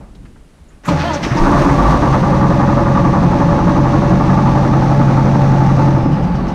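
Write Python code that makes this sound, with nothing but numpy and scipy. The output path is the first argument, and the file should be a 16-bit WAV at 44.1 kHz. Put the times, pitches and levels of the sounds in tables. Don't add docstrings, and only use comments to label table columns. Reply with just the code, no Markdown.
import sys
import numpy as np
from scipy import signal
from scipy.io import wavfile
from scipy.ndimage import uniform_filter1d

SR = 44100
rng = np.random.default_rng(int(sys.argv[2]) if len(sys.argv) > 2 else 0)


def ratio_of_db(decibels):
    return 10 ** (np.asarray(decibels, float) / 20)


def unload_wav(signal):
    wavfile.write(
        sys.argv[1],
        SR,
        np.round(np.clip(np.atleast_2d(signal).T, -1, 1) * 32767).astype(np.int16),
    )


N = 288414

# (time [s], firing rate [Hz])
SPEED = [(1.25, 18), (1.45, 27.3), (1.55, 32), (1.7, 39.3), (1.86, 51), (1.95, 56), (2.05, 59.5),
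         (2.35, 66), (2.55, 66.7), (2.9, 66.2), (3.2, 67.15), (4.1, 67.8), (4.5, 68.5), (5.6, 68.27),
         (5.95, 68.4), (6.08, 64), (6.35, 50.6), (6.55, 43.6)]
# (multiple of cycle rate, level [dB])
COLD_ORDERS = [(1, -25), (2, -12), (3, -11), (4, -9), (5, -9), (6, -14), (7, -16), (8, -5), (9, -21),
               (10, -7), (11, -9), (12, 0), (13, -1), (14, -9), (15, -8), (16, -4), (17, -8), (18, -6),
               (19, -13), (20, -12), (21, -11), (22, -18), (23, -15), (24, -16), (25, -13), (26, -13),
               (27, -13), (28, -15), (29, -10), (30, -14)]
WARM_ORDERS = [(1, -39), (2, -18), (3, -22), (4, -16), (5, -23), (6, -19), (7, -21), (8, -15), (9, -25),
               (10, -11), (11, -17), (12, 0), (13, -17), (14, -16), (15, -18), (16, -16), (17, -16),
               (18, -14), (19, -20), (20, -19), (21, -16), (22, -29), (23, -21), (24, -22), (25, -19),
               (26, -13), (27, -23), (28, -20), (29, -18), (30, -24)]
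COLD_DB, WARM_DB = -18.5, -11
PUSH_CYCLES = .341
ODD_TURN_CYCLES = .25
# (centre [Hz], width [Hz], level [dB])
BOOM = (135.4, 20, 12.3)
# (multiple of cycle rate, cold level [dB], warm level [dB])
GEARS = [
    (50.67, -25, -31),
    (76.8, -28.5, -33.5),
]
CYLINDERS = [
    (-4, -2, -16, -16, 1, -2),
    (-2, -4, -9, -12, -1, 0),
]
# (centre [Hz], width [Hz], level [dB] taken 3.5 times cold and 2.5 times warm, level
# added when warm [dB])
PANELS = [(138.4, 11, -4.5, -21.5), (173.8, 38.6, -3, 0), (216.2, 57, -3, -7), (271.8, 59, -4, -12.5),
          (326.8, 12, -7, -5), (464, 170, -26.5, -19.5), (502.6, 71, -6, -8), (576.2, 10.5, -6.5, -18.5),
          (669.5, 38, -7.5, -12.5), (788.8, 13, -8, -7.5), (859.2, 17, -8, -4.5), (938, 46, -7, -16),
          (1084, 66, -6.5, -14), (1440, 90, -21.5, -34), (1540, 120, -30, -25), (1720, 22, -11, -24.5),
          (1910, 51, -33, -30), (1970, 50, -27, -16), (2200, 200, -30, -24), (2620, 200, -41, -34.5)]
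# (frequency [Hz], density [dB per Hz])
BLOCK = [(15, -41.5), (25, -2), (86, -11), (138, 3), (253, -24.5), (329, -8.5), (456, -51.5), (570, -20),
         (644, -23), (873, -13), (1030, -26.5), (1140, -19.5), (1420, -27), (3200, -46), (4160, -98.5),
         (7040, -120)]
# (frequency [Hz], density [dB per Hz])
CLATTER = [(880, -6.5), (1500, -7), (1780, -5), (2230, -10), (2700, -12), (3090, -16.5), (3860, -15.5),
           (5150, -19.5), (6070, -18), (7580, -31.5), (8840, -30), (11100, -49), (13300, -37.5),
           (15000, -69)]
# (time [s], level [dB])
SHAKE = [(.836, -39), (.868, -36.5), (.888, -12.5), (.93, -19.5), (1.0, -21), (1.158, -22.5), (1.204, -26),
         (1.25, -16.5), (1.29, -22.5), (1.344, -19), (1.42, -13.5), (2.15, -14), (2.8, -14), (4.3, -13.5),
         (5.85, -14.5), (6.3, -17.5), (6.4, -18.5), (6.54, -18)]
# (time [s], lift [dB])
HEAVES = [
    (1.44, 5),
    (1.614, 9),
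    (1.784, 3.5),
    (1.908, 8),
    (2.038, 1.5),
    (2.125, 2.5),
    (2.8, 1),
]
HEAVE_RISE_S, HEAVE_FALL_S = 0.03, 0.035
CATCH_S, GOVERNED_S, SHUT_S, SHUT_LAG_S = 1.39, 2.69, 5.9, 0.17
# (offset [dB], share of shake, share of heave, full-fuel lift [dB], shut-fuel lift [dB])
LAYERS = [
    (-13, 1.06, 1.65, 4.5, 4),
    (0, 0.98, 0.9, -1, 1),
    (-3, 1.004, 0.74, 1.5, -2.5),
    (-22, 0.74, 0.47, 3, -2),
    (-42, 0.64, 0.5, 6.5, -9),
]
CRANK_THUD_DB, CRANK_CLATTER_DB = 5.5, 6.5
# (firing rate [Hz], firing tone [dB], other cycle tones [dB])
CAB_PASS = [(19, -67, -41), (25.9, -20, -23), (30.6, -38.5, -31), (37.2, -27, -29), (39.7, -43, 1),
            (45.5, -24.5, -11.5), (53, -21.5, -7), (66.5, -39, 1), (66.7, -37.5, 0.5)]
FULL_FUEL_DB, FIRING_WAVER_DB = 14, 4.5
OCTAVE_DB, OCTAVE_BOOM_DB, OCTAVE_WIDTH_HZ, OCTAVE_SHUT_DB = -38, 21.5, 23, -5
# (time [s], warmth [0-1], boom lift [dB])
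SETTLING = [(2.5, 0.01, 1.5), (3.0, 0, 0.5), (3.15, 0.1, 0), (3.3, 0.18, -0.5), (3.6, 0.05, -13),
            (3.8, 0.02, -1), (4.2, 0.12, -0.5), (4.5, 0.63, 3.5), (5.0, 0.94, 6)]
CHUFF_GAIN, CHUFF_CYCLES = 1.6, .93
SHUT_DULL_HZ, SHUT_DULL_S, SHUT_DULL_SHARE = 4600, .33, .85
# (time [s], peak [dB])
KNOCKS = [(1.376, -8.5), (1.415, -14), (1.461, -10), (1.521, -7.5), (1.617, -8.5), (1.685, -14.5),
          (1.778, -5.5), (1.84, -6.5), (1.923, -18), (2.019, -5), (2.127, -8), (2.223, -5), (2.321, -11),
          (2.407, -3), (2.499, -17), (2.593, -3), (2.675, -4.5), (2.768, -6.5), (2.858, -5), (2.949, -5),
          (3.041, -9.5), (3.132, -6.5), (3.221, -17.5), (3.312, -10.5), (3.402, -10.5), (3.485, -12.5),
          (3.58, -19), (3.665, -20), (3.753, -18.5), (3.845, -9.5), (3.929, -26.5), (4.017, -15.5),
          (4.106, -18), (4.198, -10.5), (4.278, -11), (4.37, -8.5), (4.457, -9.5), (4.546, -15)]
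# (centre [Hz], width [Hz], level [dB])
KNOCK_RINGS = [(829, 45, -5.5), (966, 56, -5.5), (1150, 59, -2), (1364, 58, -19), (1855, 57, -14.5)]
KNOCK_DB, KNOCK_FADE_S, LULL_DB, LULL_S = -16.5, .05, -4, .01
# (time [s], tooth rate [Hz], second partial [dB], third partial [dB])
PINION = [(0.88, 305.3, -54, -45), (0.916, 285.8, -15, -25), (0.996, 280.8, -39, -27.5),
          (1.036, 289.3, -35, -25), (1.05, 344, -24, -32), (1.083, 353, -24, -34),
          (1.1, 327.3, -26.5, -20.5), (1.16, 283.6, -26, -28), (1.205, 294, -23, -27)]
# (multiple of tooth rate, level re third partial [dB])
OVERTONES = [(4, -14), (5, -15), (6, -32), (7, -25), (8, -28), (9, -29)]
MESH_JITTER, MESH_WAVER_DB, MESH_RELEASE_S = .007, 4, .02
# (time [s], frequency [Hz], level [dB])
ARMATURE = [(.88, 84, -49), (.93, 83.8, -24.5), (1.02, 80, -22), (1.1, 78.6, -25.5), (1.17, 80, -27),
            (1.22, 73, -67)]
# (time [s], level [dB])
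RASP = [(.88, -60), (.9, -32), (.95, -49), (1.0, -25), (1.05, -28), (1.09, -30.5), (1.15, -27.5),
        (1.19, -37), (1.22, -65)]
# (frequency [Hz], level [dB])
TEETH = [(900, -9.5), (1300, 6.5), (2000, 2), (2600, -3.5), (3300, -2.5), (4500, -4), (5200, -11),
         (7000, -26)]
# (time [s], peak [dB], pitch [Hz], t60 [s])
THUMPS = [(0.879, -14.5, 1246, 0.13), (0.885, -14, 967, 0.13), (0.908, -1, 290, 0.048),
          (0.93, -7.5, 154, 0.41), (1.265, -1, 298, 0.037), (1.314, -4.5, 129.5, 0.2),
          (1.368, -11.5, 911, 0.21), (1.42, -8, 343, 0.19), (1.471, -8, 288.5, 0.55),
          (1.65, -8, 282.4, 0.87)]
# (time [s], peak [dB], centre [Hz], width [Hz], t60 [s])
PUFFS = [(.844, -23, 1270, 1570, 0.97), (.846, -32.5, 6900, 2040, 0.31), (.877, -26, 7060, 2000, 0.1),
         (.878, -15, 2920, 3020, 0.1), (.988, -12.5, 5850, 895, 0.037), (1.13, -13.5, 5800, 1500, 0.11),
         (1.224, -24, 5440, 1500, 0.47), (1.226, -10, 2370, 2500, 0.16), (1.303, -12.5, 1470, 1200, 0.22),
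         (1.366, -16.5, 5160, 1500, 0.094), (1.44, -14.5, 1270, 447, 1), (1.55, -18.5, 1410, 600, 0.99),
         (1.69, -10.5, 2040, 500, 0.08), (.85, -38, 10900, 4000, 0.27)]
# (start [s], length [s], level [dB], pitch [Hz])
HOUSING = [(.985, .06, -27, 856), (.995, .04, -33, 2522), (1.035, .05, -34, 1752), (1.075, .06, -31, 1752),
           (1.05, .07, -36, 3148), (1.09, .085, -36, 2010), (1.03, .05, -36, 1433), (1.12, .06, -35, 1436),
           (1.14, .065, -25, 857)]
# (time [s], low line [Hz], low level [dB], high line [Hz], high level [dB])
TURBO = [(4.3, 5500, -69, 14900, -99), (4.9, 5620, -56, 14900, -88.5), (5.9, 5530, -56.5, 14700, -94.5),
         (6.03, 5240, -51, 14100, -72), (6.13, 4970, -50, 14000, -76), (6.3, 4700, -53.5, 13300, -87),
         (6.55, 4180, -54, 12260, -78)]
# (time [s], peak [dB])
LEAK_TIMES = [(6.012, -42), (6.112, -35.5), (6.218, -37), (6.342, -37.5), (6.475, -35.5)]
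# (level [dB], centre [Hz], width [Hz], t60 [s])
LEAK_BANDS = [
    (2, 5200, 2400, 0.22),
    (3.5, 2920, 410, .2),
    (-16, 12000, 4000, .1),
]
# (start [s], length [s], level [dB], pitch [Hz])
BUZZES = [(3.17, 0.14, -11.5, 171.8), (3.41, 0.13, -12, 168), (3.48, 0.08, -13, 189),
          (3.62, 0.091, -13, 174.5), (3.87, 0.07, -17, 175), (3.971, 0.069, -17.5, 195.5),
          (4.11, 0.14, -12, 188), (4.28, 0.086, -16.5, 183), (3.593, 0.096, -19, 323),
          (3.656, 0.19, -21, 321), (3.943, 0.045, -16.5, 320.5), (4.074, 0.092, -19.5, 316),
          (4.235, .1, -16, 317.6), (6.05, 0.12, -11, 150), (6.23, 0.13, -20.5, 177.6)]
# (start [s], length [s], level [dB], pitch [Hz])
NUDGES = [(0.099, 0.034, -34, 45), (0.195, .045, -39, 42), (0.296, 0.03, -37, 40), (0.398, .035, -40, 45),
          (.61, 0.031, -38, 70), (0.707, 0.042, -45, 50)]
# (time [s], peak [dB], centre [Hz], width [Hz], t60 [s])
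CLICKS = [(.005, -34.5, 634, 910, 0.48), (.041, -41, 1090, 500, .06), (.149, -36.5, 3507, 3500, 0.058),
          (.251, -36, 1600, 2000, 0.08), (.357, -39, 1100, 1200, 0.08), (.685, -47, 6895, 900, 0.11),
          (.7, -47, 1210, 1500, 0.44)]
# (frequency [Hz], density [dB per Hz])
QUIET = [(12, -30), (20, 6), (50, 1), (92, -10), (160, -7), (693, -16), (1390, -21.5), (5240, -32),
         (10200, -33), (12700, -46.5), (15000, -46)]
# (time [s], lift [dB])
BUMPS = [(0, 18.5), (.245, 12.5), (.364, 6), (.626, -1.5), (.74, 8)]
QUIET_DB, RUMBLE_DB, BUMP_RISE_S, BUMP_FALL_S = -52, -46, 0.11, 0.054


def evened(x):
    return x / np.sqrt(np.mean(x ** 2) + 1e-20)


def curves(rows, outside=None):
    s, *columns = np.transpose(rows)
    return [np.interp(np.arange(N) / SR, s, c, outside, outside) for c in columns]


def coloured(x, points):
    hz, db = np.transpose(points)
    bins_hz = np.fft.rfftfreq(8192, 1 / SR)
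    half = np.interp(np.log(bins_hz + 1), np.log(hz), db) * np.log(10) / 20
    full = np.r_[half, half[-2:0:-1]]
    response = np.fft.ifft(np.exp(np.conj(signal.hilbert(full)))).real[:4096]
    return signal.oaconvolve(x, response)[:N]


def band(x, lo_hz, hi_hz):
    y = signal.sosfilt(signal.butter(3, [lo_hz, hi_hz], "band", fs=SR, output="sos"), x)
    return y / np.sqrt(abs(uniform_filter1d(y ** 2, size=11000)) + 1e-12)


def dulled(x, hz, order):
    return signal.sosfilt(signal.butter(order, hz, fs=SR, output="sos"), x)


def ring(x, hz, width_hz):
    pole = np.exp((2j * np.pi * hz - np.pi * width_hz) / SR)
    return 2 * signal.lfilter([1 - abs(pole)], [1, -pole], x).real


def wander(rate_hz, count, size=N):
    knots = rng.standard_normal((count, 400))
    place = np.arange(size) / size * N / SR * rate_hz
    return np.array([np.interp(place, np.arange(len(k)), k) for k in knots]) * 1.2


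def bursts(rows, rise_s=0.014):
    out, t = np.zeros(N + SR), np.arange(8000) / SR
    for s, db, hz, width_hz, t60_s in rows:
        puff = ring(ring(rng.standard_normal(len(t)), hz, width_hz), hz, width_hz)
        puff = evened(ring(puff, hz, 2 * width_hz))
        out[round(s * SR):][:len(t)] += .5 * ratio_of_db(db - 60 * t / t60_s) * puff * np.minimum(t / rise_s, 1)
    return out[:N]


def swells(rows):
    out = np.zeros(N + SR)
    for s, length_s, db, hz in rows:
        t = np.arange(0, length_s, 1 / SR)
        tone = np.sin(np.pi * t / length_s) * np.sin(2 * np.pi * hz * t)
        out[round(s * SR):][:len(t)] += np.sqrt(2) * ratio_of_db(db) * tone
    return out[:N]


def lifts(rows, rise_s, fall_s):
    t = np.arange(N) / SR
    return sum(db * np.exp(-abs(t - s) / np.where(t < s, rise_s, fall_s)) for s, db in rows)


def engine():
    hz, = curves(SPEED)
    *tones_db, warm = tone_levels(hz)
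    warm = np.clip(warm, 0, 1)
    fires = np.cumsum(hz) / SR + .55
    kicks = firing_kicks(fires, warm)
    t = np.arange(3000) / SR
    burst = evened(signal.oaconvolve(kicks, (1 - np.exp(-t / .004)) * np.exp(-t / .011))[:N])
    chance = (rng.exponential(1, N), rng.random(N) < 2500 / SR, rng.choice([-1, 1], N))
    ticks = evened(ratio_of_db(4.4 * np.minimum(chance[0], 5)) * chance[1] * chance[2])
    rattle = evened(rng.standard_normal(N) + 0.55 * ticks)
    knock, lull_db = knocks(rattle)
    body = cab_body(fires, warm, kicks, burst, rattle)
    clatter = valve_gear(fires, burst, ticks)
    thud_db, low_db, ring_db, clatter_db, fizz_db = layer_levels()
    valves = band(clatter, 1270, 7270)
    dull = SHUT_DULL_SHARE * np.clip((np.arange(N) / SR - SHUT_S) / SHUT_DULL_S, 0, 1)
    valves = (1 - dull) * valves + dull * dulled(valves, SHUT_DULL_HZ, order=2)
    out = orders(fires, hz, *tones_db, warm) + knock
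    out += ratio_of_db(thud_db) * band(body, 37, 95)
    out += ratio_of_db(low_db) * band(body, 139.7, 474)
    out += ratio_of_db(ring_db + lull_db) * band(body, 468, 2230)
    out += ratio_of_db(clatter_db) * valves
    return out + ratio_of_db(fizz_db) * band(clatter, 7140, 13800)


def firing_kicks(fires, warm):
    at = np.flatnonzero(np.diff(np.floor(fires)))
    cold_db, warm_db = np.array(CYLINDERS)[:, fires[at + 1].astype(int) % 6]
    luck = rng.standard_normal((600, 2))[:len(at)]
    late = np.clip(at + 40 * luck[:, 1], 0, N - 1).astype(int)
    uneven = 1 - .85 * fuel()[2][at]
    kicks = np.zeros(N)
    kicks[late] = ratio_of_db(uneven * ((1 - warm[at]) * cold_db + warm[at] * warm_db + 4) + 1.5 * luck[:, 0])
    return kicks


def cab_body(fires, warm, kicks, burst, rattle):
    push = np.exp(3 * (np.cos(2 * np.pi * (fires / 6 - CHUFF_CYCLES)) - 1))
    chuff = CHUFF_GAIN * (1 - fuel()[2]) * push
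    thin = evened((.8 + .5 * burst + chuff) * rattle)
    middle = evened((1.6 + burst) * rattle) + .3 * evened(kicks)
    big = evened((1.7 + burst) * rattle) + .2 * evened(kicks)
    panels = np.zeros(N)
    for hz, width_hz, cold_db, warm_db in PANELS:
        drive = thin if hz > 1300 else middle if hz > 750 else big
        mode = evened(ring(ring(drive, hz, width_hz), hz, 2.25 * width_hz))
        panels += ratio_of_db((3.5 - warm) * cold_db + warm * warm_db) * mode
    return evened(panels) + 0.48 * evened(coloured(thin, BLOCK))


def valve_gear(fires, burst, ticks):
    flutter = ratio_of_db(0.59 * wander(30., count=1)[0])
    valve = np.exp(2.5 * (np.cos(2 * np.pi * (fires / 6 - .47)) - 1))
    noise = evened(rng.standard_normal(N) + .5 * ticks)
    return coloured((48.0 + burst + 1.2 * valve) * flutter * noise, CLATTER)


def knocks(rattle):
    s, db = np.transpose(KNOCKS)
    blows, t = np.zeros(N), np.arange(6000) / SR
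    blows[(s * SR).astype(int)] = ratio_of_db(db)
    fade = signal.oaconvolve(blows, np.exp(-t / KNOCK_FADE_S))[:N]
    strike = rattle * fade + 16.0 * blows
    rung = np.zeros(N)
    for hz, width_hz, own_db in KNOCK_RINGS:
        mode = ring(ring(strike, hz, width_hz), hz, 2.0 * width_hz)
        rung += ratio_of_db(own_db) * mode / np.sqrt(width_hz / SR)
    lull = signal.oaconvolve(np.sign(blows[::-1]), np.exp(-t / LULL_S))[:N][::-1]
    return ratio_of_db(KNOCK_DB) * dulled(rung, 2400, order=4), LULL_DB * uniform_filter1d(lull, size=180)


def boom_db(hz):
    return BOOM[2] / (1 + (2 * (hz - BOOM[0]) / BOOM[1]) ** 2)


def orders(fires, hz, firing_db, octave_db, rest_db, warm):
    controls = np.array([fires, hz, firing_db, octave_db, rest_db, warm])
    fires, hz, firing_db, octave_db, rest_db, warm = controls[:, ::16]
    out, waver = np.zeros(len(hz)), wander(9., count=30, size=len(hz))
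    for (k, cold_db), (_, warm_db), w in zip(COLD_ORDERS, WARM_ORDERS, waver):
        db = (1 - warm) * (COLD_DB + cold_db - boom_db(k * 11.06))
        db = db + warm * (WARM_DB + warm_db - boom_db(k * 11.0))
        db = db + boom_db(k * hz / 6) + rest_db + .1 * k * (w - .6)
        if k == 6:
            db = firing_db + FIRING_WAVER_DB * w * (hz > 62)
        if k == 12:
            db = octave_db + .5 * w
        scatter = (rng.random() - .5) * min((k / 12) ** 5, 1)
        scatter = scatter + ODD_TURN_CYCLES * (1 - .6 * warm) * (k % 2) + .2 * (k in (10, 14)) + .05 * w
        out += np.sqrt(2) * ratio_of_db(db) * np.cos(2 * np.pi * (k * (fires / 6 + PUSH_CYCLES) + scatter))
    shut = fuel()[2][::16]
    for (k, cold_db, warm_db), w in zip(GEARS, waver):
        db = (1 - warm) * cold_db + warm * warm_db + 2 * rest_db - 15 * shut + 2.4 * w
        out += np.sqrt(2) * ratio_of_db(db) * np.cos(2 * np.pi * k * fires / 6)
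    return signal.resample_poly(out, 16, 1)[:N]


def fuel():
    t = np.arange(N) / SR
    caught = np.clip((t - CATCH_S) / 0.0099, 0, 1)
    full = caught * np.clip((GOVERNED_S - t) / 1.14, 0, 1)
    return 1 - caught, full, np.clip((t - SHUT_S) / SHUT_LAG_S, 0, 1)


def tone_levels(hz):
    speeds_hz, firing_db, rest_db = np.transpose(CAB_PASS)
    warm, lift_db = curves(SETTLING)
    crank, full, shut = fuel()
    boom = 1 / (1 + (2 * (2 * hz - BOOM[0]) / OCTAVE_WIDTH_HZ) ** 2)
    octave_db = OCTAVE_DB + boom * (OCTAVE_BOOM_DB + lift_db) - 60 * crank + OCTAVE_SHUT_DB * shut
    firing_db = np.interp(hz, speeds_hz, firing_db) + FULL_FUEL_DB * full
    return firing_db, octave_db, np.interp(hz, speeds_hz, rest_db), warm


def layer_levels():
    shake_db, = curves(SHAKE)
    heave_db = lifts(HEAVES, HEAVE_RISE_S, HEAVE_FALL_S)
    crank, full, shut = fuel()
    shake_db = shake_db - 80 * (np.arange(N) / SR < SHAKE[0][0])
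    thud, low, panel, *valves = [db + a * shake_db + b * heave_db + full_db * full + shut_db * shut
                                 for db, a, b, full_db, shut_db in LAYERS]
    return thud + CRANK_THUD_DB * crank, low, panel, *(v + CRANK_CLATTER_DB * crank for v in valves)


def starter():
    mesh_hz, second_db, third_db = curves(PINION, -88.5)
    grain = rng.standard_normal(N)
    worn = evened(uniform_filter1d(uniform_filter1d(grain, size=200), size=200))
    teeth = 2 * np.pi * np.cumsum(mesh_hz * (1 + MESH_JITTER * worn)) / SR
    whine = ratio_of_db(second_db) * np.sin(2 * teeth) + ratio_of_db(third_db) * np.sin(3 * teeth)
    whine += ratio_of_db(third_db - 3.0) * np.sin(teeth)
    for k, db in OVERTONES:
        whine += ratio_of_db(third_db + db) * np.sin(k * teeth + k ** 2)
    whine = whine * ratio_of_db(MESH_WAVER_DB * worn[::-1])
    whine = whine * np.clip((PINION[-1][0] - np.arange(N) / SR) / MESH_RELEASE_S, 0, 1)
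    hum_hz, hum_db = curves(ARMATURE, -81.5)
    hum = ratio_of_db(hum_db) * np.sin(2 * np.pi * np.cumsum(hum_hz) / SR)
    out = np.sqrt(2) * (whine + hum)
    strikes = np.diff(np.floor(teeth / 2 / np.pi), prepend=0) * ratio_of_db(5. * grain)
    scrape = (2.0 + np.cos(teeth)) * rng.standard_normal(N)
    rasp = coloured(0.6 * evened(strikes) + .5 * scrape, TEETH)
    out += ratio_of_db(curves(RASP, -98)[0]) * band(rasp, 760, 9000)
    t = np.arange(8000) / SR
    for s, db, hz, t60_s in THUMPS:
        thump = ratio_of_db(db - 60 * t / t60_s) * np.sin(2 * np.pi * hz * t) * np.minimum(t / 0.0018, 1)
        out[round(s * SR):][:len(t)] += thump
    return out + bursts(PUFFS)


def turbo():
    low_hz, low_db, high_hz, high_db = curves(TURBO)
    noise = rng.standard_normal((2, N))
    out = np.zeros(N)
    for hz, db, hiss in (low_hz, low_db, noise[0]), (high_hz, high_db, noise[1]):
        waver = evened(ring(hiss, 0, 110))
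        out += ratio_of_db(db) * waver * np.sqrt(2) * np.sin(2 * np.pi * np.cumsum(hz) / SR)
    return out * (np.arange(N) / SR > TURBO[0][0])


def leaks():
    return bursts([(s, db + own_db, hz, width_hz, t60_s)
                   for s, db in LEAK_TIMES for own_db, hz, width_hz, t60_s in LEAK_BANDS])


def cab():
    still = coloured(rng.standard_normal(N), QUIET)
    hiss = ratio_of_db(QUIET_DB + 0.6 * wander(15.0, count=1)[0]) * band(still, 320, 16000)
    rumble = ratio_of_db(RUMBLE_DB + lifts(BUMPS, BUMP_RISE_S, BUMP_FALL_S)) * band(still, 21, 300)
    return hiss + rumble + bursts(CLICKS, rise_s=0.0045)


def scene():
    return (cab() + starter() + engine() + turbo() + leaks() + swells(HOUSING + BUZZES + NUDGES))[None]


def roll_off(x):
    return signal.sosfilt(signal.butter(12, 15180, fs=SR, output="sos"), x)


def record(dry):
    rounded = 1.044 * np.tanh(dry / 1.186)
    mix = rounded * np.minimum(np.arange(N)[::-1] / 12, 1)
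    return roll_off(mix)


dry = scene()
out = record(dry)
unload_wav(out)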